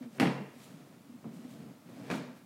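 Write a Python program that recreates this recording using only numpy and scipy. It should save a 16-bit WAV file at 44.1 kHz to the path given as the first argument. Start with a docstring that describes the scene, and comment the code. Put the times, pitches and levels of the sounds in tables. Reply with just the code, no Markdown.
"""A cat shoves a hollow plastic storage box over a wooden floor, a couple of metres from a phone.
First the walls groan as the base catches, then at 0.2 s hard knocks make them ring and crack.
The box judders and scrapes along, gets a soft nudge at 1.25 s and is knocked again near 2.1 s,
ending in a few last groans. All along, the bare room prolongs every blow, and a faint swish
comes and goes over the quiet room tone."""
import sys
import numpy as np
from scipy import signal
from scipy.fft import rfft, irfft
from scipy.io import wavfile
from scipy.ndimage import uniform_filter1d

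SR = 44100
rng = np.random.default_rng(int(sys.argv[2]) if len(sys.argv) > 2 else 0)


def to_wav(s):
    """Save 16-bit WAV."""
    ch = np.atleast_2d(s).T  # columns
    pcm = np.round(np.clip(ch, -1, 1) * 32767)  # PCM
    wavfile.write(sys.argv[1], SR, pcm.astype(np.int16))


N = 108045


def gain(db):
    """Turn decibels into a number to multiply a sound by."""
    return 10 ** (np.asarray(db) / 20)


def normalise(x):
    """Scale a sound to an average (rms) level of 1."""
    return x / np.sqrt(np.mean(x ** 2))


def level_curve(table, column):
    """Join a table's dB levels with straight lines in time; give one gain per sample."""
    rows = np.array(table)
    return gain(np.interp(np.arange(N) / SR, rows[:, 0], rows[:, column]))


def colour(x, points):
    """Shape a sound's spectrum by (Hz, dB) points, fading below the first; rms level 1."""
    hz, db = np.array(points).T
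    octave = np.log2(np.arange(len(x) // 2 + 1) * SR / len(x) + 1)
    octaves_below = np.maximum(np.log2(hz[0]) - octave, 0)
    shape_db = np.interp(octave, np.log2(hz), db) - 11 * octaves_below
    return normalise(irfft(rfft(x) * gain(shape_db), len(x)))


# The colour of the quiet room. Each row: frequency in Hz, relative level in dB.
ROOM_TONE_COLOUR = [(53, -37), (90, -2.5), (277, 1), (344, -4.5), (486, -22), (733, -16), (1340, -17),
                    (1560, -24), (15800, -31.5)]


def room_tone():
    """A steady, low noise lies under everything."""
    return gain(-58) * colour(rng.standard_normal(N), ROOM_TONE_COLOUR)


# How the swish comes and goes. Each row: time in seconds, level in dB.
SWISH_LEVELS = [(0, -98), (.12, -70.5), (.18, -63.5), (.2, -94), (.53, -72.5), (.6, -63.5), (.64, -59),
                (.68, -65), (.95, -82), (1.3, -88), (1.34, -66.5), (1.47, -71), (1.51, -63.5), (1.58, -70),
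                (1.83, -81), (1.9, -72), (2.08, -67.5), (2.12, -64), (2.16, -56), (2.21, -73), (2.33, -90),
                (2.37, -68), (2.45, -88)]
# The colour of the swish. Each row: frequency in Hz, relative level in dB.
SWISH_SPECTRUM = [(1500, -16), (3000, -1), (5000, -6), (8000, -4.5), (11000, -8.5), (15500, -13)]


def swish():
    """A faint, high hiss swells and fades."""
    return level_curve(SWISH_LEVELS, 1) * colour(rng.standard_normal(N), SWISH_SPECTRUM)


# The room's echo. Each row: middle of a band in Hz, seconds to fade by 60 dB, relative level in dB.
ECHO_BANDS = [(135, 0.25, -10.5), (268, 0.43, -7.5), (526, 0.58, 0), (940, 0.55, -1), (2070, 0.69, -6.5),
              (4160, 0.49, -0.5), (8000, 0.42, 1), (14500, 0.23, 2)]
ECHO_DB, ECHO_RISE_MS = -2.5, 6.54


def room_echo(x):
    """The bare room throws a sound back as dense echoes that die away band by band."""
    t = np.arange(SR) / SR
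    tail = 0
    for hz, fade_s, db in ECHO_BANDS:
        band = signal.butter(2, [hz / 2 ** .5, min(hz * 2 ** .5, 20000)], "band", fs=SR, output="sos")
        tail = tail + signal.sosfilt(band, rng.standard_normal(SR)) * gain(db - 60 * t / fade_s)
    # Even out the spectrum so that no narrow stretch of pitch sticks out.
    power = np.abs(rfft(tail)) ** 2 + 1e-12
    evening = np.sqrt(uniform_filter1d(power, size=400) / uniform_filter1d(power, size=50))
    rise = np.clip(t * 1000 / ECHO_RISE_MS, 0, 1) ** 2
    tail = irfft(rfft(tail) * evening) * rise * (t < .9)
    tail /= np.sqrt(np.sum(tail ** 2))
    return gain(ECHO_DB) * signal.fftconvolve(x, tail)[:N]


# The box's own notes. Each row: pitch in Hz, relative level in dB, seconds to fade by 60 dB.
WALL_NOTES = [(121.5, -3, 0.21), (139.66, -1, 0.4), (179.4, 1, 0.21), (213.3, 0.5, 0.21),
              (245.5, 6.5, 0.13), (285, 1.5, 0.2), (325.7, -4.5, 0.1), (382.5, -9, 0.22), (460, -5, 0.094),
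              (634, -16.5, 0.14), (694, -15, 0.18), (1120, -30, 0.036), (2200, -28, 0.018)]


def wall_ring(boost_db):
    """One tap sets all the notes of the walls ringing, each with its own boost."""
    t = np.arange(SR // 2) / SR
    hz, db, fade_s = np.array(WALL_NOTES).T[:, :, None]
    direction = (-1.) ** np.arange(len(WALL_NOTES))[:, None]  # neighbouring notes swing opposite ways
    fade = gain(db + boost_db[:, None] - 60 * t / fade_s)
    return np.sum(direction * fade * np.sin(2 * np.pi * hz * t), axis=0)


# The base sliding over the boards. Each row: time in seconds, rumble level in dB, rasp level in dB.
DRAG_LEVELS = [(0, -63, -68), (.03, -54, -54), (.09, -57, -68), (.17, -60, -56.5), (.2, -34.5, -63),
               (.5, -65.5, -64.5), (.63, -58.5, -58), (.76, -53, -60), (.99, -60, -65.5),
               (1.22, -63, -66.5), (1.27, -42.5, -61.5), (1.34, -61, -61), (1.58, -49.5, -58.5),
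               (1.67, -43.5, -60.5), (1.76, -62.5, -63.5), (1.84, -72, -69.5), (1.9, -54.5, -58.5),
               (2.04, -44.5, -55), (2.09, -49, -50.5), (2.13, -37.5, -43.5), (2.45, -66.5, -70.5)]
# The colour of the rasp. Each row: frequency in Hz, relative level in dB.
RASP_COLOUR = [(210, -13), (350, -1), (631, 0.5), (998, -10.5), (2310, -12), (2700, -16.5), (4990, -21.5),
               (8000, -30), (10400, -38), (17600, -120)]
SLIPS_PER_S, SLIP_SPREAD_DB = 2100, 3


def drag():
    """The base sticks and slips in tiny, uneven jerks that shake the walls and rasp on the boards."""
    slipping = rng.random(N) < SLIPS_PER_S / SR
    direction = np.sign(rng.random(N) - .5)
    slips = slipping * direction * gain(SLIP_SPREAD_DB * rng.standard_normal(N))
    ring = wall_ring(boost_db=np.zeros(len(WALL_NOTES)))
    rumble = normalise(signal.fftconvolve(slips, ring)[:N])
    roughness = normalise(uniform_filter1d(np.abs(slips), size=120))  # high where slips crowd together
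    rasp = colour(rng.standard_normal(N) * (1.1 + roughness), RASP_COLOUR)
    return level_curve(DRAG_LEVELS, 1) * rumble + level_curve(DRAG_LEVELS, 2) * rasp


# Short groans. Each row: start in seconds, length in seconds, peak level in dB, middle pitch in Hz.
WALL_GROANS = [(0.008, 0.044, -36, 248), (0.052, 0.071, -40.5, 232), (0.125, 0.065, -50, 222),
               (0.4, 0.073, -36.5, 197.7), (0.56, .055, -45, 239.5), (0.735, 0.03, -46, 175),
               (1.092, 0.053, -42.5, 236), (1.138, 0.054, -42, 236), (1.275, 0.069, -48, 234),
               (1.335, 0.053, -42.5, 245), (1.36, 0.034, -39.5, 172), (1.39, 0.045, -42.5, 225),
               (1.447, 0.028, -38.5, 254), (1.555, 0.042, -43, 225), (1.61, 0.057, -52.5, 228.5),
               (1.855, 0.025, -48.5, 175), (2.17, 0.055, -40, 249), (2.2, 0.071, -44, 247),
               (2.28, 0.057, -43.5, 234)]
GROAN_SAG, GROAN_OVERTONE_DB = 0.12, -22.5  # the sag is the share of pitch lost over a groan


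def groans():
    """The base catches and a wall judders: a note that swells, fades and sinks a little."""
    out = np.zeros(N + SR)
    for start_s, length_s, db, hz in WALL_GROANS:
        start = int(start_s * SR)
        progress = np.linspace(0, 1, int(length_s * SR))
        pitch = hz * (1 + GROAN_SAG * (.5 - progress))
        phase = 2 * np.pi * np.cumsum(pitch) / SR
        swell = np.sin(np.pi * progress ** 0.43) ** 2
        note = np.sin(phase) + gain(GROAN_OVERTONE_DB) * np.sin(2 * phase)
        out[start:start + len(note)] += gain(db) * swell * note
    return out[:N]


# Blows on the box. Each row: start in seconds, relative level in dB, favoured pitch in Hz,
# dB added to that level for the crack, contact time in milliseconds, top of the crack in Hz.
BLOWS = [(0.174, -47, 236, -10, 1.2, 1510), (0.184, -37.5, 236, -8, 1.3, 2540),
         (0.199, -16.5, 206, -8, 1, 11700), (0.207, -18, 150, -21, 3.1, 9100),
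         (0.218, -11, 231, -25, 1.8, 4000), (0.228, -14.5, 288, -17.5, 2.2, 3160),
         (0.255, -11.5, 237, -20.5, 5.6, 2980), (0.27, -21.5, 205, -12, 0.83, 3880),
         (1.243, -29, 209, -18.5, 0.67, 1140), (1.255, -35.5, 178, -38, 2.7, 900),
         (1.889, -51, 282, -9, 1.7, 2500), (2.101, -34, 410, -2, 0.49, 9300),
         (2.106, -29, 181, -22.5, 1.8, 9150), (2.112, -27, 296, -9, 1.3, 12100),
         (2.138, -24, 290, -17.5, 1.15, 6000)]
# The colour of the crack. Each row: frequency in Hz, relative level in dB.
CRACK_COLOUR = [(300, 4.5), (600, -8), (800, -8), (1100, -7.5), (1600, -9.5), (2300, -7), (3200, -18.5),
                (4400, -20.5), (8000, -30), (15500, -32)]
RING_DB, FAVOUR_DB, FAVOUR_OCTAVES = -4.5, 6, .25  # notes near the favoured pitch ring louder
CRACK_MS, RATTLE_MS, RATTLE_DB = 5, 22, -5.5  # the loose lid chatters on after the crack


def knocks():
    """Each blow pushes the walls briefly and makes them ring; it starts with a crack and a rattle."""
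    out = np.zeros(N + SR)
    note_hz = np.array(WALL_NOTES)[:, 0]
    noise = colour(rng.standard_normal(N + SR), CRACK_COLOUR)
    ms = np.arange(SR // 5) * 1000 / SR
    fade = np.exp(-ms / CRACK_MS) + gain(RATTLE_DB) * np.exp(-ms / RATTLE_MS)
    for start_s, db, pitch_hz, crack_db, contact_ms, top_hz in BLOWS:
        start = int(start_s * SR)
        octaves_away = np.log2(note_hz / pitch_hz)
        ring = wall_ring(FAVOUR_DB * np.exp(-(octaves_away / FAVOUR_OCTAVES) ** 2))
        push = np.hanning(int(contact_ms * SR / 1000) + 3)  # a longer push sounds duller
        thud = signal.fftconvolve(ring / np.abs(ring).max(), push / push.sum())
        out[start:start + len(thud)] += gain(db + RING_DB) * thud
        treble_cut = signal.butter(2, top_hz, fs=SR, output="sos")
        crack = signal.sosfilt(treble_cut, fade * noise[start:start + len(fade)])
        out[start:start + len(crack)] += gain(db + crack_db) * crack
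    return out[:N]


def scene():
    """Add up the layers in one channel; the knocks echo fully, the groans more weakly."""
    background = swish() + room_tone()
    blows, judder = knocks(), groans()
    echo = room_echo(blows + gain(-9) * judder)
    return (background + echo + drag() + judder + blows)[None]


def record(dry):
    """The phone loses the deep bass and the highest treble."""
    bass_cut = signal.butter(4, 110, "high", fs=SR, output="sos")
    treble_cut = signal.ellip(10, .2, 70, 15800, fs=SR, output="sos")
    return signal.sosfilt(treble_cut, signal.sosfilt(bass_cut, dry))


dry = scene()
out = record(dry)
to_wav(out)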